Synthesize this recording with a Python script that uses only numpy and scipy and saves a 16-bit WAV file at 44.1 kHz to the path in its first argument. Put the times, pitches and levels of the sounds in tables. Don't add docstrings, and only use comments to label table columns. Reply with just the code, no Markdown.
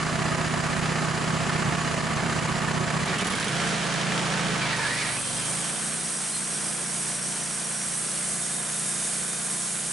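import sys
import numpy as np
from scipy import signal
from scipy.fft import rfft, irfft, next_fast_len
from scipy.io import wavfile
from scipy.ndimage import uniform_filter1d

SR = 44100
rng = np.random.default_rng(int(sys.argv[2]) if len(sys.argv) > 2 else 0)


def pcm_store(signal):
    levels = np.round(np.clip(np.atleast_2d(signal), -1, 1) * 32767)
    wavfile.write(sys.argv[1], SR, levels.astype(np.int16).T)


def volts_from_db(level):
    exponent = np.asarray(level, float) / 20
    return 10 ** exponent


N = 437472
T = np.arange(N) / SR
FREQ = np.fft.rfftfreq(next_fast_len(N), 1 / SR) + 1e-3


def curve(table, column=1):
    return np.interp(T, [row[0] for row in table], [row[column] for row in table])


def walk(rate_hz):
    hold = int(SR / rate_hz)
    steps = np.repeat(rng.standard_normal(N // hold + 1), hold)
    return 1.13 * uniform_filter1d(uniform_filter1d(steps, hold), hold)[:N]


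def swell(start_s, attack_s, hold_s, release_s):
    return np.interp(T, np.cumsum([start_s, attack_s, hold_s, release_s]), [0, 1, 1, 0])


def jolt(start_s, db, fade_db_per_s):
    return (T > start_s) * volts_from_db(db - fade_db_per_s * np.maximum(T - start_s, 0))


def bump(centre_s, width_s):
    return np.exp(-((T - centre_s) / width_s) ** 2)


def resonance(hz, centre_hz, width_hz):
    return 1 / (1 + (2 * (hz - centre_hz) / width_hz) ** 2)


def band_rms(x, lo_hz, hi_hz):
    mid = x.mean(axis=0)
    power = np.abs(rfft(mid, next_fast_len(N))) ** 2
    inside = power[(FREQ > lo_hz) & (FREQ < hi_hz)].sum() / power.sum()
    return x / np.sqrt(inside * np.mean(mid ** 2))


def placed(x, pan_db):
    return x * volts_from_db(np.array([[pan_db / 2], [-pan_db / 2]]))


def wavering(hz, waver, rate_hz, rough_db):
    strength = volts_from_db(rough_db * walk(rate_hz))
    return strength * np.sin(2 * np.pi * np.cumsum(hz * (1 + waver * walk(rate_hz))) / SR)


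def rush(gate, gated_hz, spectrum, rings, wide, swell_db, flicker_db):
    hz, db = np.transpose(spectrum)
    gain_db = np.interp(np.log(FREQ), np.log(hz), db)
    for centre_hz, width_hz, ring_db in rings:
        gain_db = gain_db + ring_db * resonance(FREQ, centre_hz, width_hz)
    mid, side = rng.standard_normal((2, N))
    both = rfft([mid + wide * side, mid - wide * side], next_fast_len(N)) * volts_from_db(gain_db)
    out, common = 0, walk(4.31)
    for octave in range(9):
        distance = np.clip(np.log2(FREQ / 44) - octave, -1 * (octave > 0), 1)
        band = irfft(both * np.cos(np.pi / 2 * distance) ** 2)[:, :N]
        gate_share = np.clip(1 - abs(np.log2(44 * 2 ** octave / gated_hz)) / 4, 0, 1)
        out = out + band * volts_from_db(swell_db * common + flicker_db * walk(18)) * gate ** gate_share
    return out


def firings(cycle, decay_cycles, scatter_db):
    out = 0
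    for lag_cycles in (0, .44):
        turn = cycle - lag_cycles + 1
        strength = volts_from_db(scatter_db * rng.standard_normal(N // 500))[turn.astype(int)]
        out = out + strength * np.exp(-(turn % 1) / decay_cycles)
    return out


def tones(cycle, orders, second, muffler, drag, wander_db, lag, shell_db, load_db):
    second_at, shell_hz, shell_width_hz = .384, 166, 22
    centre_hz, width_hz, chambers = muffler
    strength = uniform_filter1d(rng.standard_normal(N // 500)[(2 * cycle).astype(int)], size=400)
    cycle_hz = np.gradient(cycle) * SR
    out = 0
    for k, db in orders:
        angle = 2 * np.pi * k * cycle
        angle = angle + np.angle(1 + second * np.exp(-2j * np.pi * k * second_at))
        angle = angle - chambers * np.arctan((k * cycle_hz - centre_hz) / width_hz)
        angle = angle - drag * k ** 2 + 0.15 * walk(8.1)
        ports = lag * np.clip(k, 9, 18) * np.array([[-.5], [.5]])
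        level_db = db + load_db * (k in (7, 8, 10, 11)) + wander_db * walk(7.2)
        level_db = level_db + shell_db * resonance(k * cycle_hz, shell_hz, shell_width_hz)
        out = out + volts_from_db(level_db) * np.sin(angle + ports)
    return out * volts_from_db(1.5 * wander_db * strength)


# [t/s, four-stroke cycle rate f/Hz]
SPEED = [(0, 15.7), (3.09, 15.6), (3.2, 16), (3.31, 18.7), (3.54, 27.6), (3.6, 29), (3.81, 27.6),
         (4.34, 27.7), (4.56, 27), (4.81, 24.8), (5.11, 25.4), (5.28, 22.4), (5.52, 27.1), (5.66, 29),
         (5.9, 30.9), (6.38, 29.7), (6.8, 29.4), (9.92, 29.4)]
# [t/s, speed share, level/dB]
MISFIRES = [
    (1.7, .08, 0),
    (2.2, .12, 0),
    (3.78, .035, -5),
    (6.12, .015, -3),
    (6.275, .07, -6),
]


def crank():
    misfire_s = .024
    hz = curve(SPEED) * (1 + .004 * walk(4))
    lurch = sum(share * (T - s) / misfire_s * np.exp(.5 - ((T - s) / misfire_s) ** 2 / 2)
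                for s, share, _ in MISFIRES)
    weak = volts_from_db(sum(db * bump(s, misfire_s) for s, _, db in MISFIRES))
    idle_hz, open_hz = 16, 26.7
    opened = np.clip((hz - idle_hz) / (open_hz - idle_hz), 0, 1)
    return np.cumsum(hz * (1 + lurch)) / SR, opened, weak


# [multiple of cycle rate, level/dB]
IDLE_ORDERS = [(1, -32), (2, -32), (3, -23), (4, -29), (5, -13.5), (6, -15.5), (7, -18), (8, -6), (9, -14),
               (10, 1), (11, -14.5), (12, -6), (13, -11.5), (14, -9.5), (15, -11), (16, -8), (17, -38),
               (18, -19), (19, -21), (20, -16.5), (21, -23), (22, -17), (23, -35), (24, -9.5)]
OPEN_ORDERS = [(1, -33), (2, -15.5), (3, -21), (4, -19), (5, 0), (6, -1.5), (7, 0.5), (8, -5), (9, -16.5),
               (10, -15), (11, -8), (12, -13.5), (13, -11.5), (14, -21), (15, -17.5), (16, -8), (17, -27),
               (18, -12), (19, -17), (20, -9), (21, -34), (22, -21), (23, -31), (24, -8.5)]
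# [multiple of cycle rate, level/dB]
IDLE_SHROUD = [(42, -12), (45, -16), (54, -21), (56, -21), (64, -17), (72, -14), (80, -14)]
OPEN_SHROUD = [(34, -17), (41, -14), (48, -9), (56, -14), (63, -17)]
# [f/Hz, level/dB per Hz]
MUFFLER = [(80, -30), (140, -5), (190, 0), (235, -5), (330, -18), (700, -40)]


def exhaust(cycle, idle, fast, weak, lull, stumble):
    load_db = -6 * swell(4.7, .1, .55, .2)
    slow = tones(cycle - .09, IDLE_ORDERS + IDLE_SHROUD, 1.15, (166, 18.5, 2.11), -.065, .8, .07, 0, 0)
    revved = tones(cycle, OPEN_ORDERS + OPEN_SHROUD, 0.8, (140, 10, 1), -.06, .6, .07, 4.5, load_db)
    steady = (idle * band_rms(slow, 100, 280) + fast * band_rms(revved, 100, 280)) * (1 - lull)
    boom = rush(.5 + 2 * firings(cycle, .2, 1.5), 180, MUFFLER, [], .3, 0, 0)
    return np.sqrt(1 - stumble) * weak * steady + np.sqrt(stumble) * volts_from_db(-9) * band_rms(boom, 100, 280)


# [f/Hz, level/dB per Hz]
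IDLE_CLATTER = [(15, -52), (25, -19), (81, -15), (156, -8.5), (288, -12.5), (505, -14.5), (685, -15),
                (778, -15), (1140, -15), (1760, -14.5), (3590, -24), (7130, -28), (11000, -31),
                (14300, -66), (22000, -120)]
OPEN_CLATTER = [(15, -52), (25, -27), (85, -15.5), (131, -11.5), (182, -5), (300, -9), (819, -11.5),
                (907, -15), (1000, -10), (1670, -10), (2710, -15), (8970, -22), (11000, -27), (14300, -62),
                (22000, -120)]
# [f/Hz, width/Hz, level/dB]
IDLE_PANELS = [(276, 26, -6), (667, 32, 3.5), (700, 32, 4.5), (880, 33, 2.5), (1000, 20, 4.5),
               (1129, 22, 8), (1180, 14, 4.5), (1240, 34, 5.5), (1410, 45, 0), (1720, 27, 1),
               (1780, 21, 5.5), (1970, 14, 2), (2370, 20, 1.5), (2930, 100, 3.6), (7260, 1500, 4)]
OPEN_PANELS = [(258, 84, -3), (693, 75, 4), (905, 23, 7.5), (1522, 9.6, 8.5), (1670, 62, 2.5),
               (2370, 32, 5.5), (3110, 200, 3)]
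# [f/Hz, level/dB]
RATTLES = [(4828, -16.5), (4130, -19.5)]


def clatter(cycle, idle, fast, lull, stumble):
    loose = rush(1 + .95 * firings(cycle, 0.15, 2.2), 1200, IDLE_CLATTER, IDLE_PANELS, 0.36, 0.35, 0.5)
    tight = rush(1 + 0.67 * firings(cycle, 0.13, 3.4), 2900, OPEN_CLATTER, OPEN_PANELS, 0.37, 0.3, 0.48)
    noise = idle * volts_from_db(-2.5) * band_rms(loose, 565, 1325) + fast * volts_from_db(-1.5) * band_rms(tight, 425, 1520)
    knock = uniform_filter1d(firings(cycle, .25, 1.8), size=200)
    rattle = sum(volts_from_db(db) * knock * wavering(hz, .008, 130, 2.2) for hz, db in RATTLES)
    surge_db = 1.5 * swell(3.54, 0.094, 0.059, 0.21)
    out = (1 - lull / 2) * noise + 2 * idle * (1 - stumble) * rattle
    return out * volts_from_db(-2 * stumble + surge_db)


# [t/s, level/dB]
ENGINE = [(0, -30.5), (3.0, -30.5), (3.15, -29.5), (3.6, -31.5), (4.3, -31.5), (4.55, -31), (4.76, -34.5),
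          (4.83, -34), (5.1, -37.5), (5.25, -40), (5.45, -37.5), (5.7, -38.5), (6.3, -41.5), (6.5, -40.5),
          (9.92, -42)]


def engine():
    cycle, opened, weak = crank()
    idle, fast = np.cos(np.pi / 2 * opened), np.sin(np.pi / 2 * opened)
    lull_at_cycles, lull_width_cycles, lull_share = .7, .075, .6
    depth = lull_share * rng.uniform(.5, 1.5, N // 500)[cycle.astype(int)]
    lull = idle * depth * np.exp(-((cycle % 1 - lull_at_cycles) / lull_width_cycles) ** 2)
    stumble = .85 * swell(3.03, .04, .43, .07)
    level_db = curve(ENGINE)
    out = placed(exhaust(cycle, idle, fast, weak, lull, stumble) * volts_from_db(level_db - 1.9), -3.5)
    return out + placed(clatter(cycle, idle, fast, lull, stumble) * volts_from_db(level_db - 0.4), -2.06)


# [t/s, peak level/dB, f/Hz]
TICKS = [(0.1196, -32, 6150), (0.2468, -31, 6270), (0.4653, -26, 6880), (0.5906, -27, 7590),
         (1.0405, -27, 7480), (1.3319, -34, 6400), (1.5868, -35, 6930), (1.6501, -24, 6200),
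         (1.8063, -24, 6900), (1.8721, -26, 6500), (1.9699, -28, 6230), (2.1625, -26, 6160),
         (2.4478, -23, 6570), (2.7402, -25, 6150), (2.8045, -27, 6380), (2.8669, -27, 7230)]


def ticks():
    tick_s, tick_db = .002, -6
    out = sum(volts_from_db(db + tick_db) * bump(s + tick_s, tick_s) * np.sin(2 * np.pi * hz * T)
              for s, db, hz in TICKS)
    return placed(out, -1.5)


# [t/s, level/dB, fade/dB per s]
GRABS = [
    (3.045, -45, 250),
    (3.076, -31.5, 70),
    (3.14, -30, 310),
    (3.194, -36, 21),
]
# [f/Hz, width/Hz, level/dB]
PULLEY = [(950, 200, 9), (1710, 180, 4.5), (1900, 91, 0), (2310, 390, 7.5)]


def belt_rub():
    rubber = [(500, -15), (1000, -6), (1500, -1), (2500, -2.5), (4500, -2), (9000, -15)]
    rub = rush(volts_from_db(2.5 * walk(70)), 2000, rubber, PULLEY, 0.41, .2, 1.2)
    grabs_end_s, slip_db, sag_db_per_s = 3.6, -30, 7
    grabs = np.max([jolt(*grab) for grab in GRABS], axis=0) * np.clip((grabs_end_s - T) / 0.066, 0, 1)
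    slip = swell(4.55, 0.15, 0.442, 0.04) ** .5 * volts_from_db(slip_db - sag_db_per_s * np.maximum(T - 4.9, 0))
    return placed(band_rms(rub, 1500, 3600) * (grabs + slip) * volts_from_db(-4.0), -2.3)


# [t/s, peak level/dB]
PUFFS = [(3.0579, -29), (3.1837, -26), (3.2087, -28), (3.2455, -26.5), (3.269, -25.5), (3.3019, -26),
         (3.3214, -30), (3.352, -27), (3.3744, -33), (3.3992, -27), (3.4426, -25.5), (3.481, -26.5),
         (3.5194, -31), (3.5524, -32), (3.69, -31), (3.728, -37), (3.838, -32)]
# [t/s, peak level/dB]
CRACKS = [
    (3.184, -27),
    (3.3995, -11),
    (3.481, -22),
]


def puffs():
    decay_s, crack_s = 0.013, .00004
    gate = sum(jolt(s, db, 0) * np.exp(-np.maximum(T - s, 0) / decay_s) for s, db in PUFFS)
    jet = [(800, -9), (3000, -0.5), (6000, -1.5), (11000, 0.0)]
    gas = rush(0.91, 3000, jet, [(3200, 580, 8.8)], 0.45, 0, 0)
    snaps = sum(volts_from_db(db) * 2 * (T - s) / crack_s * bump(s, crack_s) for s, db in CRACKS)
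    return placed(band_rms(gas, 4700, 11600) * gate * volts_from_db(-7.0) + snaps, -2.8)


# [t/s, f/Hz, peak level/dB]
THUDS = [(3.06, 170, -33), (3.115, 170, -24), (3.175, 185, -28), (3.228, 190, -23), (3.28, 200, -31),
         (3.32, 160, -33), (3.342, 215, -31), (3.375, 155, -29), (3.432, 190, -31), (3.474, 200, -28),
         (3.505, 150, -31), (3.535, 150, -29)]


def thuds():
    thud_s, overtone, overtone_db = .01, 2.15, -6.5
    out = 0
    for s, hz, db in THUDS:
        angle = 2 * np.pi * hz * (T - s)
        out = out + volts_from_db(db) * bump(s, thud_s) * (np.sin(angle) + volts_from_db(overtone_db) * np.sin(overtone * angle))
    return placed(out, -3.5)


# [t/s, length/s, f/Hz, level/dB]
SQUEALS = [(3.083, .02, 2280, -34), (3.145, 0.03, 1900, -33), (3.185, .006, 2800, -37),
           (3.2, 0.018, 3030, -30), (3.205, 0.011, 3450, -36), (3.342, .012, 2190, -32),
           (3.357, .008, 3200, -36), (3.535, .014, 2950, -38), (3.57, .008, 3400, -40),
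           (3.62, .018, 1350, -30), (3.75, .012, 2870, -37), (3.227, 0.018, 2300, -31),
           (3.085, .02, 4100, -45), (3.386, 0.0079, 1590, -28), (3.482, .012, 3480, -36),
           (4.632, .025, 2320, -31.5), (4.678, .04, 2090, -38), (4.742, 0.03, 1900, -29),
           (4.69, .025, 920, -39), (4.793, .015, 950, -29), (4.838, .03, 920, -33), (4.83, .03, 1830, -39),
           (4.89, .025, 1750, -37), (4.71, 0.027, 1580, -41), (4.81, .03, 1780, -35),
           (5.117, .04, 1950, -39), (4.856, 0.037, 1670, -30), (4.92, 0.036, 1900, -30),
           (4.97, .025, 1900, -34), (4.995, .025, 2470, -34.5), (5.013, 0.022, 2260, -33),
           (5.07, 0.056, 1900, -37), (5.142, 0.017, 2370, -39), (5.16, 0.025, 2300, -37),
           (5.179, 0.019, 2550, -34)]


def squeals():
    out = 0
    for s, length_s, hz, db in SQUEALS:
        cluster = wavering(hz, .011, 150, 3.5)
        cluster = cluster + .6 * wavering(.94 * hz, .045, 200, 3) + .5 * wavering(1.07 * hz, .045, 200, 3)
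        out = out + volts_from_db(db - 2.5) * bump(s, length_s) ** 2 * cluster
    return placed(out, -2.3)


# [start t/s, end t/s, f/Hz, level/dB,
# waver share]
WHINES = [(5.0, 10.5, 5590, -50, .009), (5.1, 10.5, 8250, -49, .006), (5.1, 10.5, 8620, -52, .006),
          (6.4, 7.9, 5600, -50, .011), (5.1, 8.4, 5910, -48.5, .005), (8.4, 10.5, 3655, -50.5, .002),
          (8.0, 10.5, 6790, -50.5, .006), (5.2, 6.8, 5010, -51, .005), (5.1, 10.5, 8390, -48, .005),
          (5.1, 10.5, 7935, -54, .003), (4.15, 4.9, 890, -44, .012), (5.2, 5.9, 3155, -51, .005),
          (5.3, 6.1, 3645, -53, .003), (5.9, 6.2, 4150, -57, .003), (8.9, 10.5, 4900, -55, .005),
          (8.6, 10.5, 6230, -54, .003), (5.3, 6.8, 6500, -57, .004), (6.5, 7.6, 5480, -55, .004)]


def whines():
    out = 0
    for start_s, end_s, hz, db, waver in WHINES:
        fade = np.clip(np.minimum(T - start_s, end_s - T) / .015, 0, 1)
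        out = out + volts_from_db(db) * fade * wavering(hz, waver, 50, 3.5) * volts_from_db(1.5 * walk(22))
    return placed(out, -1.2)


# [f/Hz, level/dB per Hz]
BLADE_HISS = [(880, -15), (1500, -10.5), (2520, -13), (5240, -6), (5510, -6.5), (7560, -3.5), (8490, 1),
              (10600, 0), (11000, -3), (14300, -37), (22000, -120)]
# [f/Hz, width/Hz, level/dB]
BLADE_RINGS = [(3900, 250, -2.5), (4500, 350, -2.5), (5250, 220, -6), (5755, 100, -7), (6070, 80, -3),
               (3660, 30, 4), (4150, 66, 3), (4900, 50, 5), (5590, 60, 10), (5910, 35, 9), (6230, 40, 4),
               (6440, 100, 3), (6790, 80, 4), (7935, 60, 4), (8390, 90, 5), (8240, 80, 3.5),
               (8590, 90, 2.5), (8300, 500, 3), (8800, 200, 3), (9520, 110, 4), (10500, 200, 3)]
# [t/s, level/dB]
BITES = [
    (4.76, -35.5),
    (4.93, -38),
]


def blade():
    spin_up_s, running_s, start_db, running_db = 4.58, 5.22, -46, -31.5
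    wheel_hz, wheel_db, bite_fade_db_per_s = 6.8, 0.57, 58
    wheel = signal.sawtooth(2 * np.pi * wheel_hz * T + 0.74 * walk(2), .2)
    grit = volts_from_db(walk(400) + wheel_db * wheel)
    hiss = rush(grit, 5100, [(700, -45)] + BLADE_HISS, BLADE_RINGS, 0.32, 0.44, 0.96)
    spin = volts_from_db(np.interp(T, [spin_up_s, running_s], [start_db, running_db]))
    bites = sum(jolt(s, db, bite_fade_db_per_s) for s, db in BITES)
    moving = np.clip((T - spin_up_s) / 0.28, 0, 1)
    return placed(band_rms(hiss, 7000, 11600) * np.maximum(spin, bites) * moving, -1.2)


# [t/s, f/Hz, level/dB]
SINGING = [(4.6, 2300, -48), (4.64, 2290, -38), (4.7, 1950, -38), (4.75, 1920, -37), (4.86, 1680, -38),
           (4.91, 1880, -35), (4.97, 1950, -38), (5.0, 2350, -34), (5.05, 1946, -38), (5.11, 1900, -40),
           (5.14, 2350, -38), (5.19, 2450, -42), (5.21, 2500, -60)]


def belt_song():
    hz = curve(SINGING)
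    on = (T > SINGING[0][0]) * (T < SINGING[-1][0])
    voice = wavering(hz, .016, 170, 2.5) + .2 * wavering(2 * hz, .04, 260, 3)
    return placed(volts_from_db(curve(SINGING, column=2)) * on * voice, -2.3)


def band_slap():
    start_s, level_db, fade_db_per_s = 5.1, -37.5, 19
    spectrum = [(1500, -32), (2600, -6), (3200, -5), (4200, -7), (7000, -20)]
    slap = rush(0.94, 3000, spectrum, [(3230, 150, 4.7)], 0.57, 1.5, 1.3)
    level = swell(start_s, 0.2, 0.42, 0.69) * volts_from_db(level_db - fade_db_per_s * (T - start_s))
    return placed(band_rms(slap, 2000, 5000) * level, -1.2)


# [t/s, level/dB]
CHIRPS = [
    (6.185, -45),
    (6.315, -40),
]
# [f/Hz, level/dB]
ROLLER = [(4170, 0), (3670, -8)]


def chirps():
    out = 0
    for s, db in CHIRPS:
        pitches = sum(volts_from_db(db + under_db) * wavering(hz, 0.0025, 50, 2.9) for hz, under_db in ROLLER)
        out = out + swell(s, 0.018, .035, .015) * pitches
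    return placed(out, -1.2)


def dry_band():
    start_s, rise_s, level_db = 6.7, 2.3, -38
    spectrum = [(4500, -39), (6000, -10), (7200, 1), (8200, -19), (10000, 6), (11000, 3)]
    dry_hiss = rush(1, 7000, spectrum, [(6230, 50, 5), (7300, 120, 4)], 0.18, 0.4, 1.1)
    rise = np.clip((T - start_s) / rise_s, 0, 1)
    return placed(band_rms(dry_hiss, 5000, 10800) * volts_from_db(level_db) * rise, -1.2)


def scene():
    motor = engine() + ticks() + puffs() + thuds()
    drive = belt_rub() + squeals() + belt_song()
    saw = whines() + blade() + band_slap() + chirps() + dry_band()
    return motor + drive + saw


def band_limit(x):
    return signal.sosfilt(signal.butter(12, 12050, fs=SR, output="sos"), x)


def record(dry):
    limit, top_hz = .42, 11020
    rounded = limit * np.tanh(dry / limit)
    top_cut = signal.ellip(12, .2, 60, top_hz, fs=SR, output="sos")
    return band_limit(signal.sosfilt(top_cut, rounded))


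dry = scene()
out = record(dry)
pcm_store(out)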